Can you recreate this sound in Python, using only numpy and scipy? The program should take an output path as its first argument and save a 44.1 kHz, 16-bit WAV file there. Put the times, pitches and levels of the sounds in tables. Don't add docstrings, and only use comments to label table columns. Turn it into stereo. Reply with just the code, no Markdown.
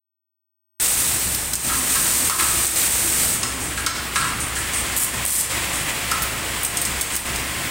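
import sys
import numpy as np
from scipy import signal
from scipy.fft import rfft, irfft, next_fast_len
from scipy.io import wavfile
from scipy.ndimage import uniform_filter1d, minimum_filter1d, map_coordinates

SR = 44100
rng = np.random.default_rng(int(sys.argv[2]) if len(sys.argv) > 2 else 0)


def materialize(psi):
    bounded = np.clip(np.atleast_2d(psi).T, -1, 1)
    quanta = np.round(bounded * 32767).astype(np.int16)
    wavfile.write(sys.argv[1], SR, quanta)


N = 339570

# (frequency [Hz], fade time [s])
ROOM_FADE = [(200, 1), (1400, 1), (5000, 0.8), (14000, 0.31)]
# (frequency [Hz], level [dB])
HUM_TONES = [(64.4, -38.5), (92, -47.5), (116.5, -44.5)]
WHINE_TONES = [(535, -47), (581, -56), (699.8, -45.5), (1050, -41.5), (1949, -46), (3381, -46)]
# (frequency [Hz], level [dB])
RUMBLE_COLOUR = [(13, -42), (22, -14), (32, -3), (48, -9), (59, 1.5), (92, -6), (172, -2), (205, -8.5),
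                 (260, -14.5), (340, -10), (570, -120)]
DRONE_COLOUR = [(110, -62), (180, -10.5), (206, -7), (237, -0.5), (344, -2), (411, -4), (1020, -6),
                (1260, -5.5), (1500, -8), (1950, -11), (3300, -120)]
GEAR_COLOUR = [(590, -14.5), (1000, -5.5), (1180, -5.5), (1310, -4.5), (1450, -5), (1960, 0), (2130, -0.5),
               (3270, -4.5), (3750, -7.5), (6330, -11), (7980, -4.5), (9830, -8.5), (11200, -15),
               (14800, -15), (16000, -9.5)]
# (frequency [Hz], level [dB])
LEAK_COLOUR = [(9000, -34), (13900, -13.5), (14450, 5), (14900, -6), (15400, -19), (16000, -9)]
RUSH_COLOUR = [(1060, -15), (1800, -10), (2840, -10.5), (3140, -11), (3840, -9.5), (5290, -11),
               (6780, -9.5), (8440, -1.5), (11500, -12), (15100, -6), (16000, -50)]
NOZZLE_COLOUR = [(3000, -33), (6000, -10.5), (7400, -6.5), (8100, -1.5), (8600, -1), (9400, -4.5),
                 (10500, -11), (13000, -17.5), (14600, -36), (16000, -5)]
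WIRE_COLOUR = [(1000, -42), (4000, -15), (5200, -14.5), (6500, -11), (8500, 0.5), (10500, -5.5),
               (13000, -7.5), (16000, -11)]
# (time [s], whirr level [dB])
DRIVE_EFFORT = [(0.8, -45), (1.1, -35.5), (1.4, -39.5), (1.8, -34.5), (4.5, -34), (4.75, -30.5),
                (5.8, -29.5), (6.6, -31), (7.7, -31)]
# (time [s], level [dB], hold [s])
SLIDE_THUMPS = [(1.123, -36, .04), (1.255, -35, 0.075), (1.67, -33.5, 0.051), (1.96, -36, 0.12),
                (3.16, -38, 0.3), (3.616, -36, 0.065), (4.16, -36.5, 0.29), (5.793, -39, .08),
                (6.869, -34, 0.067), (7.295, -36.5, 0.37)]
# (start [s], length [s], pitch [Hz], level [dB])
CARRIAGE_MOVES = [(1.648, .35, 249.3, -40.5), (2.2, 0.07, 266.5, -38), (2.38, 0.37, 336, -38.5),
                  (3.014, .11, 340, -37.5), (3.144, 0.47, 254.3, -41.5), (3.603, 0.26, 290, -42)]
# (start [s], end [s], slip rate [1/s], level [dB])
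WIRE_PULLS = [(4.965, 4.989, 200, -19), (4.999, 5.051, 180, -19.5), (5.252, 5.414, 150, -16.5)]
# (time [s], pitch [Hz], level [dB], hold [s])
VALVE_SQUEAKS = [(4.403, 8950, -32, .05), (4.741, 8650, -29, 0.046), (4.876, 7600, -42, 0.092)]
# (start [s], length [s], level [dB], drop as the pressure sags [dB/s])
AIR_BLASTS = [(0.783, 1.34, -17, 16), (1.594, 1.755, -23, 0.5), (1.89, 1.35, -23, 0)]
# (time [s], level [dB], fade time [s])
VALVE_PUFFS = [(3.603, -25.5, 0.94), (3.771, -29, 0.13), (4.152, -22, 1), (4.4, -26.5, 0.29),
               (4.553, -24, 0.72), (4.735, -23.5, 0.68), (5.73, -23.5, 0.53), (7.12, -26, 0.22)]
# (time [s], frame level [dB], bed level [dB], lasting ring level [dB], rattle length [s])
FRAME_SHAKES = [(1.688, -33, -29.5, -46, 0.045), (1.955, -29, -31.5, -48, 0.0099),
                (2.297, -23.5, -23.5, -50, 0.015), (2.396, -30, -35, -52, 0.032),
                (3.433, -35, -32.5, -42.5, 0.0088), (3.775, -31, -39, -51, 0.03),
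                (3.866, -24.5, -30, -23.5, 0.01), (4.158, -24, -25.5, -22, 0.082),
                (4.562, -33, -62, -48, 0.016), (6.114, -32, -28.5, -46, 0.035)]
# (frequency [Hz], width [Hz], level [dB])
FRAME_NOTES = [(1343, 75, -4.5), (1550, 320, -10), (1642, 94, -1), (1970, 370, -15), (2270, 150, -8),
               (2750, 225, -10.5), (4300, 1300, -17)]
BED_NOTES = [(986, 190, -7), (1100, 99, 8.5), (1130, 62, -2.5), (1270, 111, 6.5)]
# (frequency [Hz], level [dB], base fade time [s])
GRIPPER_NOTES = [(3150, -5, 0.034), (3900, -1, 0.043), (4452, 0, 0.039), (5100, 4, 0.04),
                 (5370, -3.5, 0.062), (6440, -0.5, 0.063), (6250, -27, .05), (7370, -12, 0.076),
                 (7550, -10, 0.054), (8310, 3, 0.074), (9200, 2, 0.041), (9000, 6.5, 0.024),
                 (11000, -3.5, 0.061), (10800, -4.5, 0.03), (12400, -19, .04), (13800, -4, .04),
                 (14800, 5, 0.05)]
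# (time [s], level [dB], low ring level [dB], high ring level [dB])
GRIPPER_HITS = [(1.003, -11, -28, 0), (1.3467, -7.5, -13, -5), (1.5339, -7, -15, -11),
                (1.5545, -5.5, -30, -24), (1.955, -7.5, -23, -16), (2.2969, -2, -20, -16),
                (2.5698, -22, -19, -10.5), (2.6674, -5.5, -28, -27.5), (3.431, -8.5, -16, -45),
                (3.8632, -3.5, -12, -18), (4.159, -10, -18, -27), (6.1143, -8, -14, -12.5),
                (6.221, -9.5, -15, -6.5), (6.229, -11, -26, -7), (6.632, -7, -25, -6),
                (6.6483, -5, -26, -16), (6.7703, -6.5, -24, -21), (6.8156, -7, -25, -11),
                (6.8514, -8.5, -23, -20), (7.011, -4, -20, -12.5), (7.1543, -10, -19.5, -8),
                (7.1635, -2, -23, -10), (7.36, -13.5, -18, -13)]

START_S, TOP_HZ = 0.799, 15800


def amp(db):
    return 10 ** (np.asarray(db) / 20)


def unit(x):
    return x / np.sqrt(np.mean(x ** 2) + 1e-20)


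def clock():
    return np.arange(N) / SR


def along(points, hz):
    freqs, values = np.transpose(points)
    return np.interp(np.log(hz + 1), np.log(freqs + 1), values)


def wobble(rate):
    knots = rng.standard_normal(int(N * rate / SR) + 4)
    fine = map_coordinates(knots, [np.arange(len(knots) * 10) / 10])
    return unit(np.interp(clock() * rate * 10, np.arange(len(fine)), fine))


def filtered(x, response):
    size = next_fast_len(len(x) + SR // 4)
    return irfft(rfft(x, size) * response(np.fft.rfftfreq(size, 1 / SR)), size)[:len(x)]


def coloured(x, colour):
    return filtered(x, lambda hz: amp(along(colour, hz)))


def noise(colour):
    return unit(coloured(rng.standard_normal(N), colour))


def burst(start, hold, t60):
    t = clock() - start
    return (t >= 0) * np.exp(-np.log(1000) * np.maximum(t - hold, 0) / t60)


def tones(notes, drift_hz, waver_db):
    out = np.zeros(N)
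    for hz, db in notes:
        strength = amp(db + waver_db * wobble(6.5))
        pitch = hz + drift_hz * wobble(9)
        out += strength * np.sin(2 * np.pi * np.cumsum(pitch) / SR)
    return out


def fuzzy_tone(hz, fuzz):
    phase = 2 * np.pi * hz * clock()
    return unit(fuzz[0] * np.sin(phase) + fuzz[1] * np.cos(phase))


def room(x):
    hz, t, spectrum = signal.stft(rng.standard_normal(SR // 2), SR, nperseg=256)
    fade = amp(-60 * t / along(ROOM_FADE, hz)[:, None])
    tail = signal.istft(spectrum * fade, SR, nperseg=256)[1]
    return signal.fftconvolve(x, tail / np.linalg.norm(tail))[:N]


def drive_db():
    return np.interp(clock(), *np.transpose(DRIVE_EFFORT))


def workshop(idle_db=-34):
    effort_db = drive_db() - idle_db
    rumble = amp(-4) * noise(RUMBLE_COLOUR)
    hum = amp(37) * tones(HUM_TONES, drift_hz=1.145, waver_db=-1.7)
    drone = amp(-36 + 0.3 * effort_db + 0.48 * wobble(25)) * noise(DRONE_COLOUR)
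    swell = amp(-36 + 0.45 * effort_db + wobble(12))
    thumps = sum(amp(db) * burst(s, hold, t60=0.18) for s, db, hold in SLIDE_THUMPS)
    return swell * (rumble + hum) + drone + thumps * noise(RUMBLE_COLOUR)


def leak():
    return amp(-43 + wobble(4.4)) * noise(LEAK_COLOUR)


def spindle():
    running = np.interp(clock(), [4.5, 4.75], [0, 1])
    whine = amp(29) * running * tones(WHINE_TONES, drift_hz=3.39, waver_db=2)
    whirr = amp(5 + 0.76 * wobble(40)) * noise(GEAR_COLOUR)
    return amp(drive_db()) * (whirr + whine)


def carriage():
    fuzz = wobble(55), wobble(55)
    return sum(amp(db) * burst(s, length, t60=0.14) * fuzzy_tone(hz, fuzz)
               for s, length, hz, db in CARRIAGE_MOVES)


def wire():
    slips, t = np.zeros(N), np.arange(SR // 50) / SR
    tick_shape = amp(-60 * t / 0.00096) + amp(-7.5 - 60 * t / 0.033)
    for start, end, rate, db in WIRE_PULLS:
        steps = np.arange(int((end - start) * rate) + 1)
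        timing, strength = rng.standard_normal((len(steps), 2)).T
        times = start + (steps + 0.27 * timing * (steps > 0)) / rate
        for s, tick_db in zip(times, db + 19 + 0.8 * strength):
            slips[round(s * SR):][:len(t)] += amp(tick_db) * rng.standard_normal(len(t)) * tick_shape
    rasp = coloured(slips, WIRE_COLOUR)
    return rasp + amp(-1) * room(rasp)


def valve_squeaks():
    fuzz = wobble(380), wobble(380)
    return sum(amp(db) * burst(s, hold, t60=0.31) * fuzzy_tone(hz, fuzz)
               for s, hz, db, hold in VALVE_SQUEAKS)


def jet_strength(t60, opening_s=0.021):
    power = np.zeros(N)
    for start, length, db, sag in AIR_BLASTS:
        t = np.maximum(clock() - start, 0)
        opening = 1 - np.exp(-t / opening_s)
        power += (amp(db - sag * t) * opening * burst(start, length, t60)) ** 2
    return np.sqrt(power)


def compressed_air():
    rush = amp(-1 + 0.78 * wobble(8.86)) * jet_strength(t60=0.24) * noise(RUSH_COLOUR)
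    whistle = amp(0.2 * wobble(9)) * jet_strength(t60=1.5) * noise(NOZZLE_COLOUR)
    puff_shape = sum(amp(db) * burst(s, hold=0.03, t60=t60) for s, db, t60 in VALVE_PUFFS)
    puffs = puff_shape * noise(NOZZLE_COLOUR)
    flutter = amp(0.4 * wobble(30.02) + 0.74 * wobble(400))
    return (rush + whistle + puffs) * flutter


def shaken_metal(notes, force):
    def response(hz):
        return sum((-1) ** k * amp(db) * 1j * hz * width / (pitch ** 2 - hz ** 2 + 1j * hz * width)
                   for k, (pitch, width, db) in enumerate(notes))
    chatter = rng.standard_normal(N) * amp(3.2 * wobble(300))
    return filtered(force * chatter, response) / np.std(filtered(chatter, response))


def knocked_frame():
    frame_force, bed_force, lasting = np.zeros((3, N))
    for s, frame_db, bed_db, ring_db, rattle in FRAME_SHAKES:
        shake = burst(s, rattle, t60=0.21) + amp(9) * burst(s, 0, t60=0.044)
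        frame_force += amp(frame_db) * shake
        bed_force += amp(bed_db) * shake
        lasting += amp(ring_db) * burst(s, 0, t60=0.72)
    metal = shaken_metal(FRAME_NOTES, frame_force) + shaken_metal(BED_NOTES, bed_force)
    singing = lasting * tones([(1342, -3.5), (1690, -12)], drift_hz=8.5, waver_db=-2)
    return amp(-4) * metal + amp(-5) * room(metal) + singing


def gripper_clicks(ring_stretch=1.06):
    out, t = np.zeros(N + SR), np.arange(SR // 6) / SR
    note_hz, note_db, note_t60 = np.transpose(GRIPPER_NOTES)[:, :, None]
    for s, db, low_db, high_db in GRIPPER_HITS:
        detune, strength, phase = rng.standard_normal((3, len(GRIPPER_NOTES), 1))
        pitch = note_hz * (1 + 0.0074 * detune)
        fade = amp(note_db + 2 * strength - 60 * t / (note_t60 * ring_stretch))
        ring = np.sum(fade * np.sin(2 * np.pi * (pitch * t + phase)), axis=0)
        crack = amp(14.5 - 60 * t / 0.047) * rng.standard_normal(len(t))
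        colour = [(800, low_db - 7), (3000, low_db + 8.5), (5000, low_db + 13),
                  (8000, 0), (13500, high_db + 7)]
        hit = coloured(ring + crack, colour)
        hit = amp(db - 9.5) * hit / np.std(hit[:SR // 200])
        echo = amp(-3) * room(hit)
        out[round(s * SR):][:len(hit)] += hit
        out[round(s * SR):][:len(echo)] += echo
    return out[:N]


def limiter(x, threshold_db=-14.5, treble_hz=8560):
    sense, hold, release, ahead = (int(seconds * SR) for seconds in (0.0014, 0.076, 0.011, 0.0066))
    sensed = filtered(x, lambda hz: np.sqrt((1 + (hz / treble_hz) ** 2) / 2) * (hz < TOP_HZ))
    level_db = 10 * np.log10(np.abs(uniform_filter1d(sensed ** 2, sense)) + 1e-12)
    needed = amp(-np.maximum(level_db - threshold_db, 0))
    held = minimum_filter1d(needed, hold, origin=(hold - 1) // 2)
    gain = np.minimum(held, uniform_filter1d(held, release, origin=(release - 1) // 2))
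    early_gain = minimum_filter1d(gain, 2 * ahead)
    return x * uniform_filter1d(early_gain, ahead // 2)


def scene():
    motors = workshop() + spindle() + carriage()
    air = compressed_air() + valve_squeaks() + leak()
    metal = knocked_frame() + gripper_clicks() + wire()
    mono = motors + air + metal
    return np.array([mono, mono])


def record(dry):
    held = limiter(dry[0] * (clock() >= START_S))
    rounded = held / (1 + np.abs(held / 0.52) ** 6) ** (1 / 6)
    mono = filtered(rounded, lambda hz: hz < TOP_HZ)
    return np.array([mono, mono])


dry = scene()
out = record(dry)
materialize(out)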